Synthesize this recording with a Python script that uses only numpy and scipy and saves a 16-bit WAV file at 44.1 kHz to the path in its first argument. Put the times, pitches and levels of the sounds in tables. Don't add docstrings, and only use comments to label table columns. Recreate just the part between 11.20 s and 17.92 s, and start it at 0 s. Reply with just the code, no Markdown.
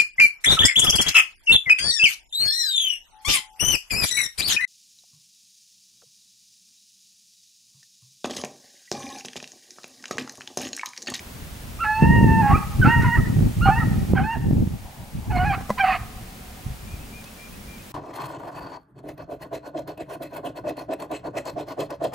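import sys
import numpy as np
from scipy import signal
from scipy.fft import rfft, irfft, next_fast_len
from scipy.io import wavfile
from scipy.ndimage import uniform_filter1d, map_coordinates

SR = 44100
rng = np.random.default_rng(int(sys.argv[2]) if len(sys.argv) > 2 else 0)


def store_wav(level_fs):
    pcm = np.round(np.clip(np.atleast_2d(level_fs), -1, 1) * 32767)
    wavfile.write(sys.argv[1], SR, pcm.T.astype(np.int16))


def decibels_to_gain(level_db):
    exponent = np.asarray(level_db, float) / 20
    return 10 ** exponent


N = 296352
TIME = np.arange(N) / SR
CLOCK = np.arange(0, 7, .001)


def unit(x):
    return x / np.sqrt(np.mean(x ** 2) + 1e-20)


def along(points, hz):
    f, value = np.transpose(points)
    return np.interp(np.log(hz + 1), np.log(f + 1), value)


def curves(rows):
    s, *columns = np.transpose(rows)
    return [np.interp(TIME, s, column) for column in columns]


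def played(tables, fade):
    inside = sum((TIME >= rows[0][0]) & (TIME < rows[-1][0]) for rows in tables) > 0
    gate = uniform_filter1d(inside * 1., int(fade * SR))
    return curves(sorted(row for rows in tables for row in rows)), gate


def wobble(rate):
    knots = rng.standard_normal(int(N * rate / SR) + 4)
    return map_coordinates(knots, [np.arange(N) * rate / SR])


def filtered(x, response):
    size = next_fast_len(N + SR // 2)
    return irfft(rfft(x, size) * response(np.fft.rfftfreq(size, 1 / SR)), size)[..., :N]


def paired(two, spectrum, alike):
    turn = lambda hz: np.arccos(np.clip(along(alike, hz), -1, 1)) / 2
    colour = lambda hz: decibels_to_gain(along(spectrum, hz)) * [np.cos(turn(hz)), np.sin(turn(hz))]
    mid, side = filtered(two, colour)
    return unit(np.array([mid + side, mid - side]))


def cycles(pitch_hz, jitter):
    return 2 * np.pi * np.cumsum(pitch_hz * (1 + jitter * wobble(70))) / SR


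def slurs(rows, peak_at, rise_db, fall_db, bend):
    notes = []
    for s, long, a, b, db in rows:
        peak = (s + peak_at * long, a + bend * (b - a), db)
        notes.append([(s, a, db - rise_db), peak, (s + long, b, db - fall_db)])
    return notes


def swells(levels_db, floor_db):
    power = sum(decibels_to_gain(db) ** 2 for db in levels_db) + decibels_to_gain(floor_db) ** 2
    return [np.interp(TIME, CLOCK, np.sqrt(p)) for p in np.atleast_2d(power)]


def steady(x, seconds, share):
    level = np.abs(uniform_filter1d(np.mean(x ** 2, axis=0), int(seconds * SR))) + 1e-12
    return unit(x / level ** (share / 2))


# pitch_hz, density_db (per Hz)
HISS_COLOUR = [(12, -31), (20, 2), (53, 5), (134, -6), (215, -0.5), (318, -11.5), (695, -12.5),
               (800, -13.5), (1480, -17), (2450, -17.5), (3930, -21.5), (12700, -26), (15900, -25.5)]
# pitch_hz, likeness (0-1)
HISS_LIKENESS = [(60, 0.99), (130, 1), (290, 0.93), (640, 0.079), (1410, 0.022), (3100, 0.2), (6820, 0.54),
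                 (15000, 0.82)]
# start_s, level_db
GAIN_RIDE = [(0, -49), (.9, -49), (1.4, -46.5), (2.4, -47.5), (2.92, -48), (2.935, -53), (4.05, -52.5),
             (4.5, -50), (6.72, -50.5)]
# start_s, level_db
RUMBLE_EASING = [(5.6, 0), (6.2, -1.5), (6.72, -5.5)]


def camera():
    scan_hz, frame_hz = 15734.3, 59.94
    gain_db, = curves(GAIN_RIDE)
    hiss = paired(rng.standard_normal((2, N)), HISS_COLOUR, HISS_LIKENESS)
    hiss = hiss * (1 + .04 * np.sin(2 * np.pi * frame_hz * TIME))
    hiss = filtered(hiss, lambda hz: 1 + 0.33 * np.exp(-((hz - 9150) / 350) ** 2))
    rumble = filtered(hiss, lambda hz: 1 / (1 + (hz / 350) ** 4))
    hiss = hiss + (decibels_to_gain(1.9 * wobble(6.4)) - 1) * rumble
    deepest = filtered(hiss, lambda hz: 1 / (1 + (hz / 110) ** 4))
    hiss = hiss + (decibels_to_gain(curves(RUMBLE_EASING)[0]) - 1) * deepest
    throb = 1 + .45 * np.sin(2 * np.pi * 10.5 * TIME)
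    whine = decibels_to_gain(-11 + 1.5 * wobble(12)) * np.sin(2 * np.pi * scan_hz * TIME) * throb
    return decibels_to_gain(gain_db) * (decibels_to_gain(9.5) * hiss + whine)


# start_s, length_s, level_db, brightness_db
GUST_EVENTS = [(0.155, 0.19, -38.5, -21), (0.447, 0.31, -37.5, -13), (0.829, 0.28, -18, 0.5),
               (1.11, 0.13, -24.5, 4), (1.31, 0.045, -18, -2.5), (1.46, 0.093, -27.5, -16),
               (1.58, 0.069, -19, -8), (1.654, 0.025, -26.5, 12.5), (1.762, 0.12, -18.5, -5),
               (1.977, 0.043, -18, -5), (2.077, 0.054, -24.5, -0.5), (2.179, 0.088, -16.5, -4.5),
               (2.386, 0.13, -18, -10), (2.574, 0.25, -22.5, -3.5), (2.896, 0.14, -24.5, 1.5),
               (3.164, 0.05, -26.5, -3.5), (3.263, 0.17, -20.5, -1.5), (3.5, 0.046, -30, -3.5),
               (3.614, 0.036, -35, -23), (3.803, 0.018, -35, -14), (3.956, 0.042, -26.5, -12.5),
               (4.091, 0.21, -22.5, -9), (4.319, 0.1, -35, -8), (4.498, .16, -43, -14),
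               (4.744, 0.13, -39, -23), (4.955, 0.079, -42, -24), (5.467, 0.045, -29, -21),
               (5.632, 0.2, -42.5, -9), (6.297, 0.1, -57, 10)]


def gusts():
    rise_s, fall_s, lull_db = 0.044, 0.07, -57.5
    levels_db = []
    for s, long, db, bright_db in GUST_EVENTS:
        outside = np.maximum((s - CLOCK) / rise_s, (CLOCK - s - long) / fall_s)
        levels_db.append(db - 20 * np.maximum(outside, 0) + np.array([[0], [bright_db]]))
    return swells(levels_db, lull_db)


# pitch_hz, density_db (per Hz)
BUFFET_COLOUR = [(12, -62), (20, -4.5), (81, -0.5), (158, -1), (240, -6.5), (282, -11.5), (700, -32),
                 (910, -37), (1540, -120)]
# pitch_hz, share (0-1)
EDDY_SHARE = [(30, .91), (100, .76), (300, .55), (900, .5)]


def wind():
    dull, bright = gusts()
    struck = rng.random((3, N)) < 150 / SR
    hits = struck * rng.choice([-1, 1], (3, N)) * decibels_to_gain(rng.normal(0, 2.27, (3, N)))
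    eddies = hits + 0.029 * rng.standard_normal((3, N))
    share = lambda hz: np.clip(along(EDDY_SHARE, hz), 0, 1)
    sweep = lambda hz: np.sqrt(share(hz)) * np.exp(1j * np.pi * hz * 0.00096 * np.array([[1], [-1]]))
    pushes = filtered(eddies[0], sweep) + filtered(eddies[1:], lambda hz: np.sqrt(1 - share(hz)))
    buffet = filtered(pushes, lambda hz: decibels_to_gain(along(BUFFET_COLOUR, hz)))
    low = filtered(buffet, lambda hz: 1 / (1 + (hz / 130) ** 4))
    return dull * steady(low, seconds=.07, share=.6) + bright * steady(buffet - low, seconds=.05, share=.45)


# pitch_hz, level_db
UPPER_HARMONICS = [(2900, -7), (3150, -10), (3450, -34), (4050, -30), (4180, -13), (4350, -16), (4600, -33),
                   (5600, -29)]
# start_s, length_s, from_hz, to_hz, level_db
LEAD_INS = [
    (.591, 0.058, 1190, 1370, -21.5),
    (2.41, 0.072, 1240, 1435, -19.5),
    (2.946, 0.017, 1000, 990, -34.5),
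    (4.097, .026, 831, 858, -29),
    (4.574, 0.019, 1010, 995, -24.5),
]
# length_share, climb_share, level_db
LEAD_SHAPE = [(0, 0, -18), (.3, .9, -6), (.7, 1, 0), (1, .9, -7)]
# start_s,
# length_s, from_hz, to_hz, level_db
CATCHES = [(.648, 0.027, 1330, 1320, -27), (1.288, 0.05, 1074, 1141, -19.5),
           (1.318, 0.052, 1103, 1334, -19), (1.342, .022, 2300, 2440, -26.5),
           (1.358, 0.027, 2440, 2640, -34), (1.615, 0.031, 1566, 1470, -14.5),
           (1.648, 0.023, 1335, 1372, -13.5), (1.81, 0.026, 1886, 1899, -26),
           (1.815, 0.057, 1472, 1400, -28.5), (1.85, .022, 2034, 2050, -32), (1.928, 0.03, 1422, 1490, -32),
           (1.97, 0.032, 1360, 1238, -30), (2.468, 0.02, 1300, 1163, -18.5),
           (2.59, 0.027, 1893, 1860, -23.5), (2.6, 0.04, 1407, 1223, -28.5), (3.0, 0.038, 3080, 3027, -47),
           (4.185, .04, 2960, 2900, -37.5), (4.68, 0.066, 2560, 2480, -30.5),
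           (4.735, .035, 2700, 2770, -39)]


def squeal():
    leads = []
    for s, long, a, b, db in LEAD_INS:
        leads.append([(s + at * long, a + climb * (b - a), db + edge_db) for at, climb, edge_db in LEAD_SHAPE])
    voices = [(leads, -12)]
    for k in range(3):
        voices.append((slurs(CATCHES[k::3], peak_at=0.572, rise_db=16, fall_db=9.5, bend=.55), -26))
    out = np.zeros(N)
    for notes, overtone_db in voices:
        (pitch, first_db), gate = played(notes, fade=0.00072)
        phase = cycles(pitch, jitter=.006) + .45 * wobble(180)
        third = decibels_to_gain(1.0 + along(UPPER_HARMONICS, 3 * pitch)) * np.sin(3 * phase)
        tone = np.sin(phase) + decibels_to_gain(overtone_db) * (np.sin(2 * phase) + third)
        out += np.sqrt(2) * gate * decibels_to_gain(first_db + 0.92 * wobble(90)) * tone
    return out


# start_s (centre), level_db, half_length_s
CRACKS = [(0.641, -28, 0.021), (0.84, -38, 0.043), (1.007, -44, 0.036), (1.106, -40, .02),
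          (1.236, -32, 0.025), (1.285, -31, .03), (1.33, -25, 0.04), (1.665, -25, 0.027),
          (1.841, -28, 0.029), (1.98, -29, 0.019), (2.472, -22.5, 0.02), (2.548, -42, 0.022),
          (2.613, -38, 0.026), (2.982, -29, 0.036), (3.164, -43, 0.024), (4.114, -37, 0.029),
          (4.348, -31, 0.0099), (4.756, -32, .01), (4.175, -30, 0.016), (4.245, -32, 0.031),
          (4.338, -28, 0.021), (4.591, -27.5, 0.011), (4.655, -27, .022), (4.685, -26.5, .02),
          (4.713, -26, 0.024), (4.745, -27, 0.022)]


def rasp_level():
    edge_loss_db, breath_db = 6, -49
    cracks_db = [db - edge_loss_db * ((CLOCK - s) / half) ** 2 for s, db, half in CRACKS]
    return 20 * np.log10(swells(cracks_db, breath_db)[0])


# start_s, pitch_hz, level_db,
# sum_tones_db (over it)
ROUGH_STRANDS = [
    [(1.225, 1016, -46, -8), (1.25, 1074, -42, -4), (1.29, 1087, -36, -3), (1.315, 1126, -35, -5),
     (1.34, 1180, -36, 1)],
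    [(1.69, 1330, -36, -10), (1.73, 1510, -47, -8), (1.775, 1390, -45, -12)],
    [(2.975, 1258, -42, 1), (3.0, 1202, -44, -3), (3.025, 1128, -51, -10)],
    [(4.165, 983, -38, -14), (4.185, 1098, -37, -14), (4.215, 1095, -45, -7), (4.25, 1130, -43, -2)],
    [(4.325, 1120, -35, -11), (4.34, 1168, -25, -17), (4.348, 1251, -38, -12), (4.365, 1447, -35, -16)],
    [(4.638, 1325, -32, -8), (4.66, 1234, -31, -5), (4.685, 1130, -30, 1), (4.705, 1160, -28, -3),
     (4.725, 1120, -31, -4), (4.74, 1273, -27.5, -4), (4.765, 1130, -38, -10)],
]


def strands(phase):
    (pitch, level_db, sums_db), gate = played(ROUGH_STRANDS, fade=0.0027)
    own = cycles(pitch, jitter=.02) + 1.1 * wobble(170)
    tones_db = [level_db, level_db + sums_db, level_db + sums_db - 5.5]
    tones = sum(decibels_to_gain(db + 2.6 * wobble(80)) * np.sin(own + k * phase) for k, db in enumerate(tones_db))
    return np.sqrt(2) * gate * tones


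# start_s, pitch_hz, effort_db, jaw_opening (0-1), pressing_db (of the folds)
LONG_BAYS = [
    [(.643, 836.5, -25, 0.09, 4.5), (.79, 880, -26.5, 0.95, -5.5), (.93, 935.5, -26, 0.5, 3),
     (1.02, 923.6, -25, 0.78, -7.5), (1.085, 888, -25, 0.6, -4), (1.205, 902, -23.5, 0.68, -6),
     (1.23, 823, -20.5, 0.36, -12), (1.27, 826, -16, 0.3, -14.5), (1.33, 800, -26, 0.2, -10)],
    [(1.647, 754, -22.5, 0.21, -1), (1.68, 885, -22.5, 0.85, -3), (1.72, 939.6, -23.5, 0.44, 4),
     (1.765, 938, -27, 0.44, 5), (1.79, 933, -27, 0.8, -7), (1.81, 945, -27, 0.55, -1),
     (1.82, 900.6, -43, 0.64, 4), (1.843, 927, -37, 0.7, 0)],
    [(1.845, 1000, -25.5, 0.8, -16), (1.875, 952, -26.5, 0.6, -6.5), (1.905, 920, -29.5, 0.45, -1),
     (1.94, 954, -28, 0.42, 6.5), (1.975, 907, -33.5, 0.38, 2)],
]
# start_s, pitch_hz, effort_db, jaw_opening (0-1), pressing_db
SHORT_BAYS = [
    [(2.457, 792, -15, 0.5, -22), (2.5, 772, -11.5, 0.44, -17), (2.507, 856, -18.5, 0.7, -17),
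     (2.525, 870, -21, 0.59, -7), (2.555, 892, -29.5, 0.79, -1), (2.575, 926, -29.5, .5, 0.5),
     (2.59, 946, -30, 0.46, 6)],
    [(2.96, 796, -37, 0.44, 0), (2.976, 780, -29, .4, 2), (2.995, 749, -25, 0.26, -0.5),
     (3.015, 797, -25, 0.5, -20), (3.04, 836, -33, 0.85, 0.5), (3.075, 884, -30.5, 0.66, -4),
     (3.115, 921, -28.5, 0.86, -2), (3.142, 920, -32.5, 0.83, 2.5), (3.155, 832, -33.5, 0.48, -7),
     (3.17, 620, -34, 0.52, -25)],
]
# start_s, pitch_hz, effort_db, jaw_opening (0-1), pressing_db
SECOND_HOUND = [
    [(4.113, 686.5, -40, 0.41, -4), (4.13, 748, -31, 0.51, -7), (4.165, 718, -24, 0.63, -8),
     (4.178, 707, -24.5, 0.74, -14), (4.2, 729, -25, 0.26, -2), (4.243, 737, -23, 0.4, -9.5)],
    [(4.245, 772, -20, 0.55, -8), (4.258, 833, -23.5, 0.7, -8), (4.275, 835, -24, .56, 0),
     (4.29, 830, -28, 0.56, 5), (4.306, 789, -21, 0.78, -7.5), (4.322, 789, -23, 0.57, -7),
     (4.333, 779, -32.5, 0.58, -3), (4.352, 714, -36, 0.3, -6)],
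    [(4.588, 755, -38, 0.53, -2), (4.6, 803, -25.5, 0.55, 1.5), (4.612, 788, -24, 0.7, 8.5),
     (4.628, 761, -23, 0.67, -7.5), (4.645, 746, -18, 0.69, -7), (4.66, 767.4, -22, 0.26, -14),
     (4.72, 749, -21, 0.26, -24), (4.732, 741, -31, 0.39, -10), (4.765, 690, -36, 0.34, -10)],
]
MOUTH_LIFT = [0, -4]
# pitch_hz, width_hz, level_db
THROAT_RINGS = [(1120, 720, 0), (1435, 81, 8.5), (1490, 170, 2), (1990, 170, 2.5), (2143, 120, 3.5),
                (2584, 190, 1), (2900, 140, -2.5), (4620, 570, -11)]
# start_s, level_db
MOUTH_COLOUR = [(.6, 1.5), (1.3, -5), (1.68, 3), (1.85, 0.5), (2, -10), (2.47, -9), (3, -2.5), (3.2, -3),
                (4.2, 4), (4.7, 7.5)]


def bay():
    calls = LONG_BAYS + SHORT_BAYS + SECOND_HOUND
    (pitch, effort_db, opening, press_db), gate = played(calls, fade=0.0038)
    rasp_db = rasp_level()
    rasp_spans = [[(call[0][0] - .008, 0), (call[-1][0] + 0.014, 0)] for call in calls]
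    rasp_gate = played(rasp_spans, fade=0.0061)[1]

    mouth_hz, mouth_width_hz = 823 + 1930 * opening, 537
    off = lambda k: (k * pitch - mouth_hz) / mouth_width_hz
    lift = lambda k: press_db + MOUTH_LIFT[k - 2] - 20 * np.log10(1 + off(k) ** 2)
    levels_db = [effort_db, effort_db + lift(2), effort_db + lift(3)]
    levels_db += [levels_db[2] + along(UPPER_HARMONICS, k * pitch) for k in range(4, 8)]

    phase = cycles(pitch, jitter=0.004106)
    hoarse = np.clip(1.3 * decibels_to_gain(rasp_db - levels_db[0]), 0, 1)
    shaken = phase + .45 * hoarse * wobble(220)
    flutter = lambda: 1.9 * wobble(45) + 3.5 * hoarse * wobble(90)
    clear = np.zeros(N)
    for k, db in enumerate(levels_db):
        clear += decibels_to_gain(db + (1 + .2 * k) * flutter()) * np.sin((k + 1) * shaken)

    beat = np.exp(4.5 * np.cos(phase)) * np.cos(phase / 3 + 2.2 * wobble(60))
    breath = (1 + 0.36 * np.cos(phase)) * rng.standard_normal(N)
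    ring = lambda f, c, w: 1j * f * w / (c * c - f * f + 1j * f * w)
    throat = lambda f: sum((-1) ** k * decibels_to_gain(db) * ring(f, c, w) for k, (c, w, db) in enumerate(THROAT_RINGS))

    def steep(f):
        response = throat(f)
        return response * np.abs(response) ** .5

    rasp = unit(unit(filtered(beat, steep)) + 1.3 * unit(filtered(breath, steep)))
    upper = filtered(rasp, lambda f: 1 / (1 + (1750 / (f + 1)) ** 8))
    rasp = rasp + (decibels_to_gain(curves(MOUTH_COLOUR)[0]) - 1) * upper
    rasp = rasp_gate * decibels_to_gain(rasp_db - 7.0 + 0.4 * flutter()) * rasp
    return gate * np.sqrt(2) * clear + rasp + strands(shaken)


# delay_s, level_db
TREE_ECHOES = [
    (.048, -26),
    (.081, -19),
    (.12, -18),
]
# pitch_hz, level_db
LEAF_COLOUR = [(500, -4), (850, -9), (1250, -4), (1650, -5), (1850, 0), (2400, -5), (2800, -10), (5000, -6)]
# pitch_hz, t60_s
FIELD_DECAY = [(500, 0.25), (900, 0.62), (1800, 0.54), (3000, 0.72), (6000, 0.59)]
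# pitch_hz, level_db
FAR_WOOD = [(400, -41), (700, -40), (900, -56), (1200, -49), (3000, -99)]


def field(x):
    spread = np.array([[-.00006], [.00006]])

    def near(f):
        delayed = lambda k, s: np.exp(-2j * np.pi * f * (s + (-1) ** k * spread))
        return decibels_to_gain(along(LEAF_COLOUR, f)) * sum(decibels_to_gain(db) * delayed(k, s) for k, (s, db) in enumerate(TREE_ECHOES))

    hz, t, z = signal.stft(rng.standard_normal((2, int(1.5 * SR))), SR, nperseg=256)
    scatter = decibels_to_gain(-12.5 + along(LEAF_COLOUR, hz)[:, None] - 60 * t / along(FIELD_DECAY, hz)[:, None])
    far = decibels_to_gain(along(FAR_WOOD, hz)[:, None] - 60 * t / 5.8)
    onset = np.clip(t / 0.0069, 0, 1)
    tail = signal.istft(z * (scatter + far) * onset, SR, nperseg=256)[1]
    tail = np.array([tail[0] + 0.26 * tail[1], tail[0] - 0.41 * tail[1]])
    stirred = decibels_to_gain(3.5 * wobble(30))
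    scattered = signal.fftconvolve(x[None], tail, axes=1)[:, :N]
    return filtered(x, near) * decibels_to_gain([[-1.5], [1.5]]) + decibels_to_gain(-25.5) * stirred * scattered


# start_s, peak_db, pitch_hz, edge_db
WIND_SLAPS = [(0.821, -7.5, 144, -34), (.978, -17, 203, -45), (1.009, -11, 112, -32), (1.041, -5, 142, -37),
              (1.1, -22, 173, -28), (1.331, -8, 83, -40), (1.355, -17, 111, -28), (1.648, -11.5, 170, -52),
              (1.83, -16, 156.4, -48), (2.976, -22, 90, -50), (3.328, -12, 119.4, -46),
              (4.12, -23, 109.8, -55), (4.171, -18, 176, -51), (4.232, -19, 150.6, -53),
              (4.309, -25, 229, -50), (4.376, -24.5, 210.2, -47), (1.596, -9.5, 113, -56),
              (1.673, -11.5, 170, -50), (1.986, -9, 105, -52), (2.166, -11, 107, -49),
              (2.205, -6.5, 102, -52), (2.251, -18, 156, -59), (2.483, -10, 87.5, -27),
              (2.67, -23.5, 149, -27), (2.932, -8.5, 132, -28.5), (3.287, -31, 162, -35),
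              (3.308, -28.5, 156, -16), (3.471, -12.5, 103.1, -57), (4.811, -21.5, 74.33, -52),
              (5.46, -18.5, 83, -61), (5.735, -21, 64, -44), (.835, -8.5, 165, -41), (.888, -6.5, 94, -47),
              (0.911, -11, 62.3, -50), (.931, -13, 130, -48), (.958, -10, 109, -35), (1.063, -11, 109, -47),
              (1.117, -12.5, 149, -40), (2.191, -8, 99, -55), (2.372, -17, 105, -57),
              (2.455, -10, 109.7, -50), (2.627, -12, 90.2, -49), (4.402, -30, 50, -56),
              (4.958, -30, 50.03, -58)]


def slaps():
    out, t = np.zeros((2, N + SR)), np.arange(SR // 20) / SR
    pans_db = rng.normal(-1.5, 3, len(WIND_SLAPS))
    for (s, db, hz, edge_db), pan_db in zip(WIND_SLAPS, pans_db):
        from_edge = t - .5 / hz
        u = from_edge * hz
        swing = -np.tanh(8.2 * u) * np.exp(-(u / 0.32) ** 2) * np.cos(0.81 * u)
        edge = -np.tanh(from_edge / .0003) * np.exp(-(from_edge / .0011) ** 2)
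        level = decibels_to_gain(db + 1.5 + np.array([[.5], [-.5]]) * pan_db)
        out[:, round(s * SR):][:, :len(t)] += level * (swing + decibels_to_gain(edge_db + 24.5) * edge)
    return out[:, :N]


# start_s, click_db, knock_db
BODY_TICKS = [
    (1.8228, -34, -60),
    (4.1579, -39, -60),
    (5.53, -44, -60),
    (4.4085, -38, -38),
    (4.4947, -35, -26),
    (4.503, -31, -15),
    (6.041, -39, -49),
]
# pitch_hz, level_db, t60_s
CASING_RINGS = [(206.4, -2.5, 0.089), (582, 9.5, 0.015), (1016, 4.5, 0.031), (1990, -10, 0.042)]


def casing():
    out, t = np.zeros(N + SR), np.arange(SR // 12) / SR
    for s, click_db, knock_db in BODY_TICKS:
        knock = sum(decibels_to_gain(db - 60 * t / t60) * np.sin(2 * np.pi * hz * t) for hz, db, t60 in CASING_RINGS)
        knock = knock * (1 - np.exp(-t / 0.00056))
        click = decibels_to_gain(-60 * t / 0.051) * uniform_filter1d(rng.standard_normal(len(t)), size=3)
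        out[round(s * SR):][:len(t)] += decibels_to_gain(knock_db) * knock + decibels_to_gain(click_db) * click
    return out[:N]


# start_s, level_db
FAR_BAY = [
    (3.45, -66),
    (3.658, -51),
    (4.032, -54.5),
    (4.07, -42),
]
# pitch_hz, density_db (per Hz)
FAR_VOICE = [(450, -20), (560, -4), (680, 1), (870, 3), (1000, -4), (1500, -39)]


def far_hound():
    (level_db,), gate = played([FAR_BAY], fade=0.068)
    band = paired(rng.standard_normal((2, N)), FAR_VOICE, [(800, 0.85)])
    return gate * decibels_to_gain(level_db + 3.1 * wobble(24.6)) * band


# start_s, level_db, top_hz, scoop_share (up), drop_share (at the end)
PHRASES = [
    (5.672, -53, 2446, 0.052, 0.055),
    (5.916, -49.5, 2436, .06, 0.038),
    (6.18, -50, 2400, 0.0392, 0.0045),
    (6.478, -52, 2390, 0.0056, 0.068),
]
# delay_s, scoop_share, drop_share, level_db
ARCH = [(0, 1, 0, -7), (.018, .4, 0, -2), (.045, 0, 0, 0), (.085, 0, .1, -1.5), (.112, 0, 1, -10)]
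# start_s, length_s, from_hz, to_hz, level_db
CHIRPS = [
    (5.79, .07, 2520, 2670, -58),
    (6.056, .038, 2520, 2620, -54.5),
    (6.322, 0.037, 2520, 2570, -56),
    (6.59, .036, 2480, 2520, -55),
]


def bird():
    arches = []
    for s, db, hz, scoop, drop in PHRASES:
        arches.append([(s + at, hz * (1 - up * scoop - down * drop), db + edge_db) for at, up, down, edge_db in ARCH])
    chirps = slurs(CHIRPS, peak_at=.5, rise_db=4, fall_db=4, bend=.6)
    (pitch, level_db), gate = played(arches + chirps, fade=0.008)
    smooth = uniform_filter1d(pitch, int(0.012 * SR))
    whistle = gate * decibels_to_gain(level_db + 4.5 + 0.8 * wobble(36)) * np.sin(cycles(smooth, jitter=0.00184))
    return whistle * decibels_to_gain([[2.5], [-3.5]])


def scene():
    dogs = bay() + squeal()
    second = dogs * (TIME > 3.7)
    treble = filtered(second, lambda hz: 1 / (1 + (1450 / (hz + 1)) ** 6))
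    answers = field(dogs + (decibels_to_gain(-8) - 1) * treble)
    air = filtered(wind() + slaps(), lambda hz: hz ** 2 / (hz ** 2 + 31 ** 2))
    return dogs * decibels_to_gain([[-1.7], [1.4]]) + answers + far_hound() + bird() + air + casing() + camera()


def low_pass(x):
    return signal.sosfilt(signal.butter(12, 15960, fs=SR, output="sos"), x)


def record(dry):
    x = dry / (1 + np.abs(dry / 0.99) ** 12) ** (1 / 12)
    top_hz, fall_db_per_hz = 15760, .15
    mix = filtered(x, lambda hz: decibels_to_gain(-fall_db_per_hz * np.clip(hz - top_hz, 0, None)))
    return low_pass(mix)


dry = scene()
out = record(dry)
store_wav(out)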